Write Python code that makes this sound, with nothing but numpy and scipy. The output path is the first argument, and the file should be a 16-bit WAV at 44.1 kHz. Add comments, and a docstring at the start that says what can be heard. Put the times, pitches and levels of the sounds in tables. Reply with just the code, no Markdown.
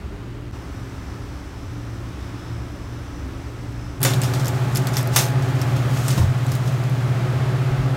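"""Kitchen, then a walk-in cold room

Three shots, cut hard: two in a kitchen under a wavering motor hum, a distant compressor buzzing in the
second, then one in the cold room. There mains hum beats against a fan's blade tone over rushing air.
A tray lined with baking paper crackles, knocks the wire shelf and is set down with a thump.
Air and paper are shaped noise, hums are sines, and casing, snaps and shelf are decaying resonances."""
import sys
import numpy as np
from scipy import signal
from scipy.fft import rfft, irfft, next_fast_len
from scipy.io import wavfile
from scipy.ndimage import uniform_filter1d

SR = 44100
rng = np.random.default_rng(int(sys.argv[2]) if len(sys.argv) > 2 else 0)


def materialize(psi):
    """Save the field psi as 16-bit PCM at rate SR to the path in sys.argv[1].

    A 1-D psi becomes a single channel; in a 2-D psi each row is a channel.
    """
    bounded = np.clip(np.atleast_2d(psi).T, -1, 1)
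    quanta = np.round(bounded * 32767).astype(np.int16)
    wavfile.write(sys.argv[1], SR, quanta)


N = 351036
T = np.arange(N) / SR  # s
KITCHEN_CUT_S, COLD_ROOM_CUT_S, FADE_S = 0.5131, 3.9952, 0.022  # starts of shots two and three, fade-in


def undb(db):
    """Amplitude factor for a level in dB."""
    return 10 ** (np.asarray(db) / 20)


def level(x, db):
    """Bring a sound to an rms level in dB."""
    return x * undb(db) / np.sqrt(np.mean(x ** 2))


def ring(x, hz, width):
    """Two-pole resonance, gain 1 at the centre, width in Hz."""
    return signal.lfilter(*signal.iirpeak(hz, hz / width, fs=SR), x)


def walk(rate):
    """Random levels held for 1 / rate seconds and smoothed twice; spread near 1."""
    hold = int(SR / rate)
    steps = np.repeat(rng.standard_normal(N // hold + 1), hold)
    return 1.3 * uniform_filter1d(uniform_filter1d(steps, hold), hold)[:N]


def colour(x, spectrum):
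    """Shape a sound to (Hz, dB) points, joined by straight lines over log frequency."""
    size = next_fast_len(N)
    hz, db = np.transpose(spectrum)
    f = np.maximum(np.arange(size // 2 + 1) * SR / size, 1)
    gain = undb(np.interp(np.log(f), np.log(hz), db))
    return irfft(rfft(x, size) * gain, size)[:N]


def air(spectrum, db, modes, swell_db, upper_db=0):
    """Rushing air that swells a little, and the standing waves its rumble feeds in the room."""
    out = level(colour(rng.standard_normal(N), spectrum), db) * undb(swell_db * walk(1.97))
    for hz, width, mode_db in modes:
        wave = ring(ring(rng.standard_normal(N), hz, width), hz, width)
        # upper_db moves only the standing waves above 300 Hz
        out += level(wave, mode_db) * undb(upper_db * (hz > 300))
    return out


def motor_hum():
    """A motor in the kitchen: one sine that wavers in pitch and level."""
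    pitch_hz = 116.9 + 1.25 * walk(6.7)
    hum = np.sin(2 * np.pi * np.cumsum(pitch_hz) / SR)
    return hum * undb(-35.5 + 4 * walk(6.89))


def compressor():
    """A distant compressor: uneven strokes, one a turn, ring its casing."""
    # Casing resonances. Each row: pitch in Hz, width in Hz, rms level in dB before its waver.
    casing = [(1300, 100, -60), (3600, 900, -64), (4500, 500, -66), (5260, 170, -60), (5868, 40, -65),
              (5986, 40, -64), (7860, 150, -72)]
    shaft_hz, flutter_db = 58.68, 2.5
    strokes = np.diff(np.floor(T * shaft_hz), prepend=0) * undb(1.5 * walk(25))
    # every stroke rattles the same way for a whole turn, which blurs the pulse
    rattle = irfft(np.exp(2j * np.pi * rng.random(int(SR / shaft_hz) // 2 + 1)))
    strokes = signal.fftconvolve(strokes, rattle)[:N]
    buzz = 0
    for hz, width, db in casing:
        tone = level(ring(ring(strokes, hz, width), hz, width), db)
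        buzz = buzz + tone * undb(flutter_db * walk(7.94))  # each resonance wavers on its own
    return buzz


def kitchen():
    """Both kitchen shots: room air and motor hum, with the compressor in the second."""
    # Air in the first and second shot. Each row: frequency in Hz, relative level in dB per Hz.
    first_air = [(13, -38), (22, -8.5), (64, -4), (121, -13), (143, -28), (178, -14), (216, -16.5),
                 (290, -16), (420, -20), (480, -27), (1200, -28), (2780, -37), (7500, -49.5), (15800, -59)]
    second_air = [(13, -34), (22, -13), (64, -3), (121, -2.5), (143, -21), (178, -9.5), (216, -15),
                  (277, -10.5), (480, -22), (1330, -23.5), (1520, -25.5), (4840, -39.5), (5260, -38),
                  (15800, -53)]
    # Standing waves of the kitchen. Each row: pitch in Hz, width in Hz, rms level in dB.
    kitchen_modes = [(42.7, 6, -46), (65.8, 23, -38), (76.2, 8.8, -47), (135.2, 22, -47), (170, 18, -49.5),
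                     (269, 6, -48), (292.8, 13, -47.5), (345.6, 3.3, -51), (396, 6.8, -57.5),
                     (415.3, 11, -57), (562.6, 62, -56), (672, 26, -67)]
    hum = motor_hum()
    buzz = compressor()
    first = air(first_air, -35.5, kitchen_modes, 0.63)
    second = air(second_air, -33.5, kitchen_modes, 0.47) + buzz
    return first + hum, second + hum


def along(column):
    """One column of the slow level changes, joined by straight lines over time."""
    # Slow wavering of the cold room's tones, standing waves and air. Each row: time in seconds,
    # blade octave in dB rms, motor whine in dB rms, change of the upper standing waves in dB,
    # change of all the air in dB.
    wavering = [(4.0, -36, -46.5, 2, 0.5), (5.2, -42.5, -43, 4.5, 0), (5.85, -36.5, -50, 0, 1.5),
                (6.4, -51, -50, -5.5, 0), (7.4, -46, -63, 5.5, -0.5), (7.96, -38, -60, 4, -1.5)]
    columns = np.transpose(wavering)
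    return np.interp(T, columns[0], columns[column])


def cold_room_air():
    """Air rushing through the cold room, its level wavering."""
    # Air of the cold room. Each row: frequency in Hz, relative level in dB per Hz.
    cold_air = [(13, -62), (22, -28), (64, -13.5), (95, -24.5), (125, -8), (151, -13.5), (188, -16),
                (309, -17), (364, -17), (467, -21), (667, -19), (1010, -24.5), (1190, -21.5),
                (15800, -54.5)]
    # Standing waves of the cold room. Each row: pitch in Hz, width in Hz, rms level in dB before wavering.
    cold_modes = [(91.4, 13, -36), (130.9, 1, -33), (837, 14, -51), (174.8, 33, -37.5), (279, 29, -45.5),
                  (375.4, 26.6, -41), (529.5, 11, -50), (671.6, 8.5, -49)]
    return air(cold_air, -30, cold_modes, 0.51, along(3)) * undb(along(4))


def fans():
    """Mains hum and blade tone beat 16 times a second; the blade octave and a motor whine sit above."""
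    mains_hz, blade_hz, whine_hz = 120.03, 136.075, 845
    align_s = 4.435  # the tones are in phase here, apart from their waver
    tones = mains_hz, blade_hz, 2 * blade_hz, whine_hz
    levels_db = -22, -24, along(1), along(2)  # rms, before the swell
    out = 0
    for hz, db in zip(tones, levels_db):
        waver = 1.5e-6 * hz ** 2 * walk(10)  # radians; higher tones shake more
        swell_db = walk(6)
        wave = np.cos(2 * np.pi * hz * (T - align_s) + waver)
        out = out + np.sqrt(2) * undb(db + swell_db) * wave
    return out


def paper():
    """Baking paper sliding and creasing: a hiss of fibres with many tiny creases in it."""
    # Paper on the move. Each row: time in seconds, level in dB before a 0.5 dB lift and the flicker.
    rustle = [(4.0, -49), (4.4, -42.5), (4.68, -49.5), (4.76, -43), (5.05, -48), (5.11, -48), (5.16, -30),
              (5.25, -44), (5.34, -64), (5.43, -48), (5.88, -48.5), (5.95, -39), (6.07, -35.5), (6.24, -42),
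              (6.3, -53), (6.53, -44.5), (6.61, -48), (6.69, -43.5), (6.8, -51), (7.96, -65)]
    # Tone of the paper. Each row: frequency in Hz, relative level in dB per Hz.
    paper_tone = [(700, -22), (1500, -9), (3000, -3), (4500, -3), (6500, -1), (8500, -5), (10500, -8),
                  (13000, -8), (15800, -13)]
    # about 700 creases a second, a few much louder
    creases = (rng.random(N) < 700 / SR) * rng.standard_normal(N) * undb(1.1 * rng.exponential(size=N))
    # each crease becomes a brief burst of noise
    envelope = signal.lfilter([1], [1, -0.97], creases ** 2) ** 0.5
    creases = envelope * rng.standard_normal(N)
    hiss = level(rng.standard_normal(N), 0) + level(creases, -4)
    loudness_db = np.interp(T, *np.transpose(rustle)) + 1.3 * walk(60)
    return level(colour(hiss, paper_tone), 0.5) * undb(loudness_db)


def snaps():
    """Snaps of paper and tray: a short ring at a pitch, a bright grainy tail, a duller tray rattle."""
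    # Each row: start in seconds, peak of the crack in dB, pitch in Hz, tail t60 in seconds,
    # top sizzle in dB relative to the rest.
    snap_list = [ (4.006, -24, 8500, .06, 3), (4.017, -19, 5000, .06, 2), (4.0298, -7, 8340, 0.14, 9),
                 (4.049, -11, 6940, 0.34, -10), (4.1367, -12.5, 3850, .07, -14),
                 (4.142, -18, 3840, .09, -15), (4.217, -12.5, 7800, 0.13, -15),
                 (4.2343, -21.5, 5250, 0.32, -5), (4.337, -17, 4800, .18, -9),
                 (4.3955, -26.5, 4210, 0.29, -18), (4.447, -20, 6000, .06, -8),
                 (4.457, -17, 6500, 0.11, -8), (4.4685, -19, 5500, 0.14, -3),
                 (4.4816, -13, 7340, 0.093, -2), (4.75, -18, 8000, 0.11, 0), (4.757, -9.5, 5210, 0.12, -3),
                 (4.7714, -9, 6950, .09, 1), (4.8705, -15, 4650, 0.15, -10), (4.9335, -24, 7000, .08, -2),
                 (4.9385, -21.5, 5370, 0.22, -7), (4.959, -22, 6480, 0.14, -10),
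                 (4.9688, -8, 5800, 0.14, -5), (4.9845, -18.5, 5440, 0.19, -4), (5.011, -21, 5450, .06, 0),
                 (5.0297, -18, 8450, .05, -4), (5.0737, -18.5, 5420, 0.079, 0), (5.141, -26, 5000, .15, -9),
                 (5.161, -3.5, 6320, .28, 0), (5.423, -27, 5500, .13, -14),
                 (5.6155, -17.5, 5560, 0.14, -12), (5.765, -25, 6500, 0.19, -10),
                 (6.082, -12.5, 8200, 0.15, -5), (6.104, -20.5, 4560, 0.31, -15),
                 (6.1767, -20, 3800, 0.25, -6), (6.466, -27, 7500, .08, -13),
                 (6.518, -20.5, 5330, 0.17, -4), (6.552, -25.5, 7000, 0.14, 3),
                 (6.675, -27, 6000, 0.17, -12), (6.8389, -30, 7000, .1, -4), (6.897, -28, 6760, .08, 2)]
    # Steel frame on the tray. Each row: pitch in Hz, relative gain in dB.
    frame_modes = [(1467, 14), (2085, 11), (2800, 1), (3500, 14), (5220, 15), (5560, -8), (9577, -7),
                   (12000, -4)]
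    out, t = np.zeros(N + SR), np.arange(SR // 3) / SR
    for start_s, db, hz, t60, top_db in snap_list:
        crack, bright, dull, grain = rng.standard_normal((4, len(t)))
        upper_hz = 11500 * (1 + 0.087 * np.tanh(grain[0]))  # differs from snap to snap
        # a snap that rings on longer also has a louder tail with more tray in it
        doublings = np.log2(max(t60, 0.01) * 10)  # of t60, from 0.1 s
        rattle_db = 1 + 2.5 * doublings
        tail_db = -24 + 5.5 * doublings

        crack = crack * np.exp(-t / 0.0005)
        sizzle = ring(crack, upper_hz, 0.12 * upper_hz) + 0.15 * ring(crack, 8300, 9000)
        crack = ring(crack, hz, 0.15 * hz) + undb(top_db) * sizzle

        decay = 1000 ** (-t / max(t60, 0.01)) + 0.78 * np.exp(-t / 0.0033)
        fade = (1 - np.exp(-t / 0.00058)) * decay
        bright = bright * undb(2.5 * np.repeat(grain, 100)[:len(t)])  # grains of 100 samples
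        mid = level(ring(ring(bright, 5800, 8500), 5800, 8500), 0)
        mid = mid + level(ring(bright, hz, 0.04 * hz), -7)
        top = level(ring(ring(bright, 10700, 9900), 10700, 9900), top_db)
        # the rattle keeps the frame ringing
        frame = sum(undb(gain_db) * ring(dull, f, 0.02 * f) for f, gain_db in frame_modes)
        frame = level(frame, rattle_db - 12)
        rattle = level(ring(dull, 890, 3000), rattle_db)
        tail = undb(tail_db) * fade * (mid + top + frame + rattle)
        out[int(start_s * SR):][:len(t)] += undb(db) * (crack / np.abs(crack).max() + tail)
    return out[:N]


def thumps():
    """Low thumps and harder mid-pitched knocks on the shelf: modes near the push rise fast and die."""
    # Each row: start in seconds, level in dB, frequency in Hz around which the blow pushes.
    blows = [(4.049, -18.5, 550), (5.162, -29, 500), (6.171, -16.5, 188), (6.177, -25.5, 850),
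             (6.195, -7, 85), (6.215, -27, 950), (6.231, -8.5, 95), (7.69, -21, 42), (7.78, -16, 58)]
    # What the shelf rings with. Each row: pitch in Hz, t60 in seconds.
    shelf = [(48, .24), (93, .33), (181, 0.19), (320, 0.13), (540, 0.16), (720, 0.066), (930, 0.088),
             (1040, 0.074)]
    out, t = np.zeros(N + SR), np.arange(SR // 2) / SR
    for start_s, db, push_hz in blows:
        for hz, t60 in shelf:
            off_db = 11.5 * np.log2(hz / push_hz) ** 2  # loss grows with the square of octaves away
            envelope = (1 - np.exp(-t * hz / 0.34)) * 1000 ** (-t / t60)
            mode = envelope * np.sin(2 * np.pi * hz * t)
            out[int(start_s * SR):][:len(t)] += undb(db - off_db) * mode
    return out[:N]


def scene():
    """The two kitchen shots and the cold room, one after another."""
    first, second = kitchen()
    cold = cold_room_air() + fans() + paper() + snaps() + thumps()
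    # each shot ends abruptly and the next fades in
    second = second * np.clip((T - KITCHEN_CUT_S) / FADE_S, 0, 1)
    cold = cold * np.clip((T - COLD_ROOM_CUT_S) / FADE_S, 0, 1)
    later = np.where(T < COLD_ROOM_CUT_S, second, cold)
    return np.where(T < KITCHEN_CUT_S, first, later)[None]


def record(dry):
    """The microphone rounds loud peaks, dips at its port and loses deep bass; the top is cut in two steps."""
    dry = np.tanh(1.1 * dry) / 1.1
    out = dry - 0.5 * ring(dry, 10550, 600)  # port dip
    out = signal.sosfilt(signal.butter(2, 30, "high", fs=SR, output="sos"), out)
    # 24 dB down above 15750 Hz, then a further 70 dB above 16800 Hz
    out = signal.sosfilt(signal.ellip(6, 0.2, 24, 15750, fs=SR, output="sos"), out)
    return signal.sosfilt(signal.ellip(10, 0.2, 70, 16800, fs=SR, output="sos"), out)


dry = scene()
out = record(dry)
materialize(out)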